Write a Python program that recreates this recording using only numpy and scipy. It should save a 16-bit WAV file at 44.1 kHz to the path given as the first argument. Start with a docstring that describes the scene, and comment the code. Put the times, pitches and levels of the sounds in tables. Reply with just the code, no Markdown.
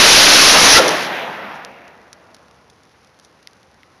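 """An outdoor test stand: a small rocket motor burns, overloading a close mono microphone.
The turbulent jet roars and crackles with little shocks. As the pressure collapses, its screech dives,
the tone hops down three resonances and the last gas whoomps through the casing. The roar rolls away
over the land, leaving the spent motor hissing faintly, with sharp pops of hot residue and two woody snaps.
"""
import sys
import numpy as np
from scipy import signal
from scipy.fft import rfft, irfft
from scipy.io import wavfile

SR = 44100
rng = np.random.default_rng(int(sys.argv[2]) if len(sys.argv) > 2 else 0)


def store_wav(level_fs):
    """Save 16-bit WAV to argv[1]."""
    pcm = np.round(np.clip(np.atleast_2d(level_fs), -1, 1) * 32767)
    wavfile.write(sys.argv[1], SR, pcm.T.astype(np.int16))


N = 176400
TIME = np.arange(N) / SR

# strength of the jet over the burn: time_s, level_db
THRUST = [(0, -4), (.25, -4), (.5, -5), (.56, -8.5), (.68, -5), (.74, -5.5), (.78, -3), (.805, -19.5),
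          (.86, -24), (.92, -27.5), (1.04, -31), (1.12, -51), (1.4, -66)]


def jet():
    """Turbulent exhaust, crackling with steep little shocks, over a swelling low-mid roar."""
    # tone colour of the exhaust: freq_hz, relative_db
    jet_colour = [(25, -6.5), (60, -13), (130, -13), (300, -2), (600, -2), (1400, 0), (2800, 1),
                  (4500, 1.5), (6000, 1), (7500, -1.5)]
    # swells of the low-mid roar: time_s, level_db
    low_roar = [(0, -28.5), (.48, -28), (.56, -6), (.62, -18.5), (.67, -11), (.71, -29), (.8, -24.5),
                (.9, -35.5), (1.1, -64)]
    thrust_db, = in_time(THRUST)
    low_db, = in_time(low_roar)
    shocks = -rms_one(colour(grains(per_s=980, spread_db=6), jet_colour))
    crackle = from_db(-1.5) * (shocks - shocks.mean())
    roar = turbulence(jet_colour, flutter_db=0.88, flutter_hz=30)
    body = noise_band(hz=844, width_hz=1100)
    return from_db(thrust_db) * (roar + crackle) + from_db(low_db) * body


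def screech():
    """A ragged jet tone that climbs, then dives as the pressure collapses."""
    # path of the screech: time_s, pitch_hz, level_db
    glide = [(.36, 3925, -27), (.46, 4850, -12.5), (.52, 6127, -13.5), (.57, 7150, -25.5),
             (.66, 6366, -14.5), (.735, 5760, -6.5), (.752, 5420, -13), (.775, 3700, -15.5),
             (.8, 2945, -41), (.9, 3000, -100)]
    base_width_hz, width_share = 120, .05
    pitch_hz, level_db = in_time(glide)
    # the higher the pitch, the faster the wobble and the wider the tone
    clock = np.cumsum(1 + width_share * pitch_hz / base_width_hz) / SR
    wobble_cos, wobble_sin = (np.interp(clock, TIME, drift(base_width_hz), period=N / SR) for _ in range(2))
    phase = 2 * np.pi * np.cumsum(pitch_hz) / SR
    return from_db(level_db) * (wobble_cos * np.cos(phase) + wobble_sin * np.sin(phase))


def hoots():
    """With the pressure falling, the jet tone jumps down from one resonance to the next."""
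    # three short ragged tones: centre_s, pitch_hz, level_db, half_length_s
    tones = [(0.759, 1980, -7.5, .011), (.781, 1360, -8, 0.012), (0.8, 570, -12.5, .007)]
    width_hz = 56
    out = 0
    for centre_s, pitch_hz, level_db, half_length_s in tones:
        phase = 2 * np.pi * pitch_hz * TIME
        tone = drift(width_hz) * np.cos(phase) + drift(width_hz) * np.sin(phase)
        out = out + from_db(level_db) * swell(centre_s, half_length_s) * tone
    return out


def whoomp():
    """The last gas blows through the emptied casing and sounds its hollow resonances."""
    # envelope of the whoomp: time_s, level_db
    envelope = [(.745, -51), (.766, -15), (.805, -16.5), (.85, -18), (.9, -24.5), (.96, -27), (1.1, -67)]
    # resonances of the casing: pitch_hz, nominal_width_hz, relative_db
    casing = [(345, 63, -1.2), (460, 80, -1), (600, 90, -3.1)]
    level_db, = in_time(envelope)
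    hollow = 0
    for hz, width_hz, db in casing:
        breath = noise_band(hz, 2 * width_hz)
        hollow = hollow + from_db(db) * rms_one(resonate(breath, hz, 2 * width_hz))  # steeper skirts
    return from_db(level_db) * rms_one(hollow)


def echo():
    """The roar rolls back from ever farther away, dulled by the air."""
    # rise and decay of the echo: time_s, level_db
    envelope = [(0, -45), (.8, -14), (1.0, -21.5), (1.17, -24), (1.4, -28), (1.63, -31.5), (1.71, -36.5),
                (2.0, -43.5), (2.4, -46), (3.0, -60.5), (4.0, -67)]
    # its tone colour at burn-out: freq_hz, relative_db
    echo_colour = [(30, -35), (80, -20.5), (190, -3.5), (330, -6.5), (680, 2), (1100, -1), (1800, -1),
                   (2600, -4.5), (3400, -8.5), (4500, -15), (6000, -19.5), (7500, -21.5)]
    burn_out_s, air_loss_db_per_khz_s = 1, 4
    level_db, = in_time(envelope)
    dulling = air_loss_db_per_khz_s * np.maximum(TIME - burn_out_s, 0)
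    rolling = turbulence(echo_colour, flutter_db=1.5, flutter_hz=6.5, loss_db_per_khz=dulling)
    return from_db(level_db) * rolling


def pops():
    """Hot residue pops: one sharp pulse each, with a slight thud and a little scatter after it."""
    # the pops: start_s, relative_db, centre_hz, tail_re_pulse_db
    bursts = [(1.6481, -15, 2800, -34.5), (1.8785, -35, 2130, -15.5), (2.1289, -21.5, 6050, -20.5),
              (2.3453, -28.5, 5170, -19.5), (2.3657, -34.5, 2760, -27), (2.4826, -40, 2180, -28),
              (2.5109, -38, 2650, -25), (2.6987, -35.5, 5430, -16), (2.833, -39, 5010, -16.5),
              (2.8522, -41, 5930, -28.5), (3.046, -39, 4270, -24), (3.072, -41.5, 2590, -18),
              (3.189, -35, 6460, -24), (3.1976, -31, 3750, -29), (3.2475, -32, 6060, -22),
              (3.427, -41, 4290, -16), (3.532, -34, 4300, -30), (3.6296, -39, 3250, -20.5),
              (3.7428, -41, 4020, -27.5)]
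    # the dull thud under each pop: pitch_hz, gain_db, t60_s
    thud_modes = [(900, -20, .005), (1694, -9, 0.0057)]
    crack_gain_db, tail_decay_s = 13.5, 0.0034
    onset_delay_s = 0.00096  # a small constant delay before each pop
    out, age = np.zeros(N), TIME[:SR // 20]
    for start_s, level_db, centre_hz, tail_db in bursts:
        pulse = from_db(level_db) * (age == 0)
        tail = from_db(level_db + tail_db) * np.exp(-age / tail_decay_s) * rng.standard_normal(len(age))
        crack = from_db(crack_gain_db) * resonate(pulse + tail, centre_hz, width_hz=6900)
        onset = int((start_s + onset_delay_s) * SR)
        out[onset:onset + len(age)] -= crack + ring(pulse, thud_modes)
    return out


def snaps():
    """Two snaps, each a bright crack with a short woody ring and no bass."""
    # the clicks that set off each snap: start_s, crack_drive_db, ring_drive_db
    hits = [(3.4731, -20, -34.5), (3.8325, -47, -38.5)]
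    # the bright, short crack: pitch_hz, gain_db, t60_s
    crack_modes = [(3700, -6, .003), (4900, -1, 0.0026)]
    # the woody ring: pitch_hz, gain_db, t60_s
    woody_modes = [(2080, 7, 0.01), (2650, -5, 0.01), (3080, -5, 0.0072)]
    start_s, crack_db, ring_db = np.transpose(hits)
    crack = ring(clicks(start_s, crack_db), crack_modes)
    wood = ring(clicks(start_s, ring_db), woody_modes)
    low_cut = signal.butter(3, 2230, "high", fs=SR, output="sos")
    return signal.sosfilt(low_cut, -crack - wood)


def stand():
    """The jet sets the stand ringing faintly, in step with the thrust."""
    # narrow resonances of the stand: pitch_hz, width_hz, relative_db
    modes = [(489, 30, -27.5), (527, 8.5, -30), (627, 25, -27.5), (1350, 29, -26.5), (1494, 24, -31),
             (2350, 31, -28), (2630, 55, -22.5), (2760, 56, -24)]
    thrust_db, = in_time(THRUST)
    return from_db(thrust_db) * sum(from_db(db) * noise_band(hz, width_hz) for hz, width_hz, db in modes)


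def smoulder():
    """The motor gives off a faint hiss, a fine sizzle and short spurts of gas."""
    # tone colour of hiss and sizzle: freq_hz, relative_db
    hiss_colour = [(1000, -11.5), (2500, 0), (4000, 4), (6000, 4), (7500, 2)]
    # spurts of gas: centre_s, level_db, half_length_s
    spurts = [(0.8825, -13, 0.0025), (.892, -14, 0.0017), (1.557, -51.5, 0.014), (2.346, -47, .002),
              (3.247, -57, 0.015)]
    hiss = from_db(-68.5) * turbulence(hiss_colour, flutter_db=1.9, flutter_hz=20)
    sizzle = from_db(-66) * rms_one(colour(grains(per_s=60, spread_db=1.5), hiss_colour))
    puffs = sum(from_db(db) * swell(centre_s, half_length_s) for centre_s, db, half_length_s in spurts)
    return hiss + sizzle + puffs * noise_band(hz=5700, width_hz=2200)


def outdoors():
    """A quiet, gently wavering bed of open-air noise."""
    # tone colour of the ambience: freq_hz, relative_db
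    air_colour = [(15, -63.5), (25, -31), (65, -1), (222, -2.5), (413, -6), (505, -3), (695, -9.5),
                  (753, -4), (2010, -11.5), (3000, -22), (3900, -38), (6600, -120)]
    treble_floor = [(6000, -35)]
    return from_db(-55) * turbulence(air_colour + treble_floor, flutter_db=1.0, flutter_hz=7.1)


def turbulence(spectrum, flutter_db, flutter_hz, loss_db_per_khz=0):
    """Half-octave bands of noise that flutter partly together; the treble may fade."""
    hz = np.fft.rfftfreq(N, 1 / SR)
    shaped = rfft(rng.standard_normal(N)) * from_db(at_hz(spectrum, hz)) * (hz > 18) * (hz < 8000)
    noise_bins = rfft(rms_one(irfft(shaped, N)))
    edges_hz = np.geomspace(16, 8192, 19)
    together, out = drift(flutter_hz), 0
    for low, high in zip(edges_hz, edges_hz[1:]):
        band = irfft(noise_bins * (hz >= low) * (hz < high), N)
        waver_db = flutter_db * (0.24 * together + drift(flutter_hz))
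        loss_db = loss_db_per_khz * np.sqrt(low * high) / 1000
        out = out + from_db(waver_db - loss_db) * band
    return out


def grains(per_s, spread_db):
    """Random clicks of uneven size, rms 1."""
    fires = rng.random(N) < per_s / SR
    size_db = spread_db * np.minimum(rng.exponential(1, N), 4)
    return rms_one(fires * from_db(size_db))


def clicks(times_s, db):
    """Single clicks at given times and levels."""
    out = np.zeros(N)
    out[np.clip((np.asarray(times_s) * SR).astype(int), 0, N - 1)] = from_db(db)
    return out


def ring(x, modes):
    """Clicks set damped modes ringing."""
    out = 0
    for hz, db, t60_s in modes:
        radius, angle = from_db(-60 / (t60_s * SR)), 2 * np.pi * hz / SR
        feedback = [1, -2 * radius * np.cos(angle), radius ** 2]
        out = out + from_db(db) * signal.lfilter([0, np.sin(angle)], feedback, x + 1e-18)
    return out


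def resonate(x, hz, width_hz):
    """A resonant band-pass with gain 1 at its peak."""
    radius = np.exp(-np.pi * width_hz / SR)
    feedback = [1, -2 * radius * np.cos(2 * np.pi * hz / SR), radius ** 2]
    return signal.lfilter(np.array([1, 0, -1]) * (1 - radius ** 2) / 2, feedback, x + 1e-18)


def noise_band(hz, width_hz):
    """Noise through one resonance, rms 1."""
    return rms_one(resonate(rng.standard_normal(N), hz, width_hz))


def colour(x, curve):
    """A minimum-phase EQ, so nothing rings ahead of an attack."""
    size = 2 * N
    gain = from_db(at_hz(curve, np.fft.rfftfreq(size, 1 / SR)))
    cepstrum = irfft(np.log(gain))
    cepstrum[1:N] *= 2
    cepstrum[N + 1:] = 0
    return irfft(rfft(x, size) * np.exp(rfft(cepstrum)))[:N]


def drift(rate_hz):
    """A smooth random wobble, rms about 1."""
    step = 25  # samples between control points
    size = N // step
    smoothing = 1 + (np.fft.rfftfreq(size, step / SR) / rate_hz) ** 2
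    wobble = rms_one(irfft(rfft(rng.standard_normal(size)) / smoothing, size))
    return np.interp(np.arange(N), np.arange(size) * step, wobble)


def swell(centre_s, half_length_s):
    """A bell-shaped rise and fall."""
    return np.exp(-.5 * np.minimum(((TIME - centre_s) / half_length_s) ** 2, 60))


def in_time(rows):
    """Breakpoints to automation curves, one for each column after the time."""
    times_s, *columns = np.transpose(rows)
    return [np.interp(TIME, times_s, column) for column in columns]


def at_hz(curve, hz):
    """Read an EQ curve in dB on a log-frequency axis."""
    points_hz, db = np.transpose(curve)
    return np.interp(np.log(hz + 1e-3), np.log(points_hz), db)


def from_db(db):
    """Decibels to gain."""
    return np.exp(np.asarray(db) * (np.log(10) / 20))


def rms_one(x):
    """Scale to unit rms."""
    return x / np.sqrt(np.mean(x ** 2) + 1e-20)


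def scene():
    """All sources at one microphone, alike in both channels."""
    ambience = outdoors()
    mono = jet() + screech() + hoots() + pops() + whoomp() + stand() + echo() + smoulder() + snaps()
    return np.stack([mono + ambience] * 2)


def record(dry):
    """The recorder overloads, keeps a narrow band, mirrors it into the top octave and clips the peaks."""
    # the recorder's narrow passband: freq_hz, gain_db
    passband = [(20, -1.5), (70, -0.5), (6000, 0), (6500, -4), (7000, -8.5), (7600, -14.5), (8000, -24),
                (8600, -64)]
    # EQ of the treble mirrored about half the recorder's rate: freq_hz, gain_db
    mirror_eq = [(8000, 2), (9000, -4.5), (10000, -7.5), (11500, -15), (13000, -24), (14300, -35.5),
                 (15000, -36.5)]
    drive_db, soft_ceiling, hard_ceiling = 0.71, .92, .9
    recorder_rate_hz, cutoff_hz = 16000, 14750
    saturated = soft_ceiling * np.tanh(from_db(drive_db) * dry.mean(axis=0) / soft_ceiling)
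    narrow = colour(saturated, passband)
    mirrored = colour(narrow * 2 * np.cos(2 * np.pi * recorder_rate_hz * TIME), mirror_eq)
    clipped = np.clip(narrow + mirrored, -hard_ceiling, hard_ceiling)
    high_cut = signal.firwin(201, cutoff_hz, fs=SR, window="blackman")
    out = np.convolve(clipped, high_cut, "same")
    return np.stack([out, out])


dry = scene()
out = record(dry)
store_wav(out)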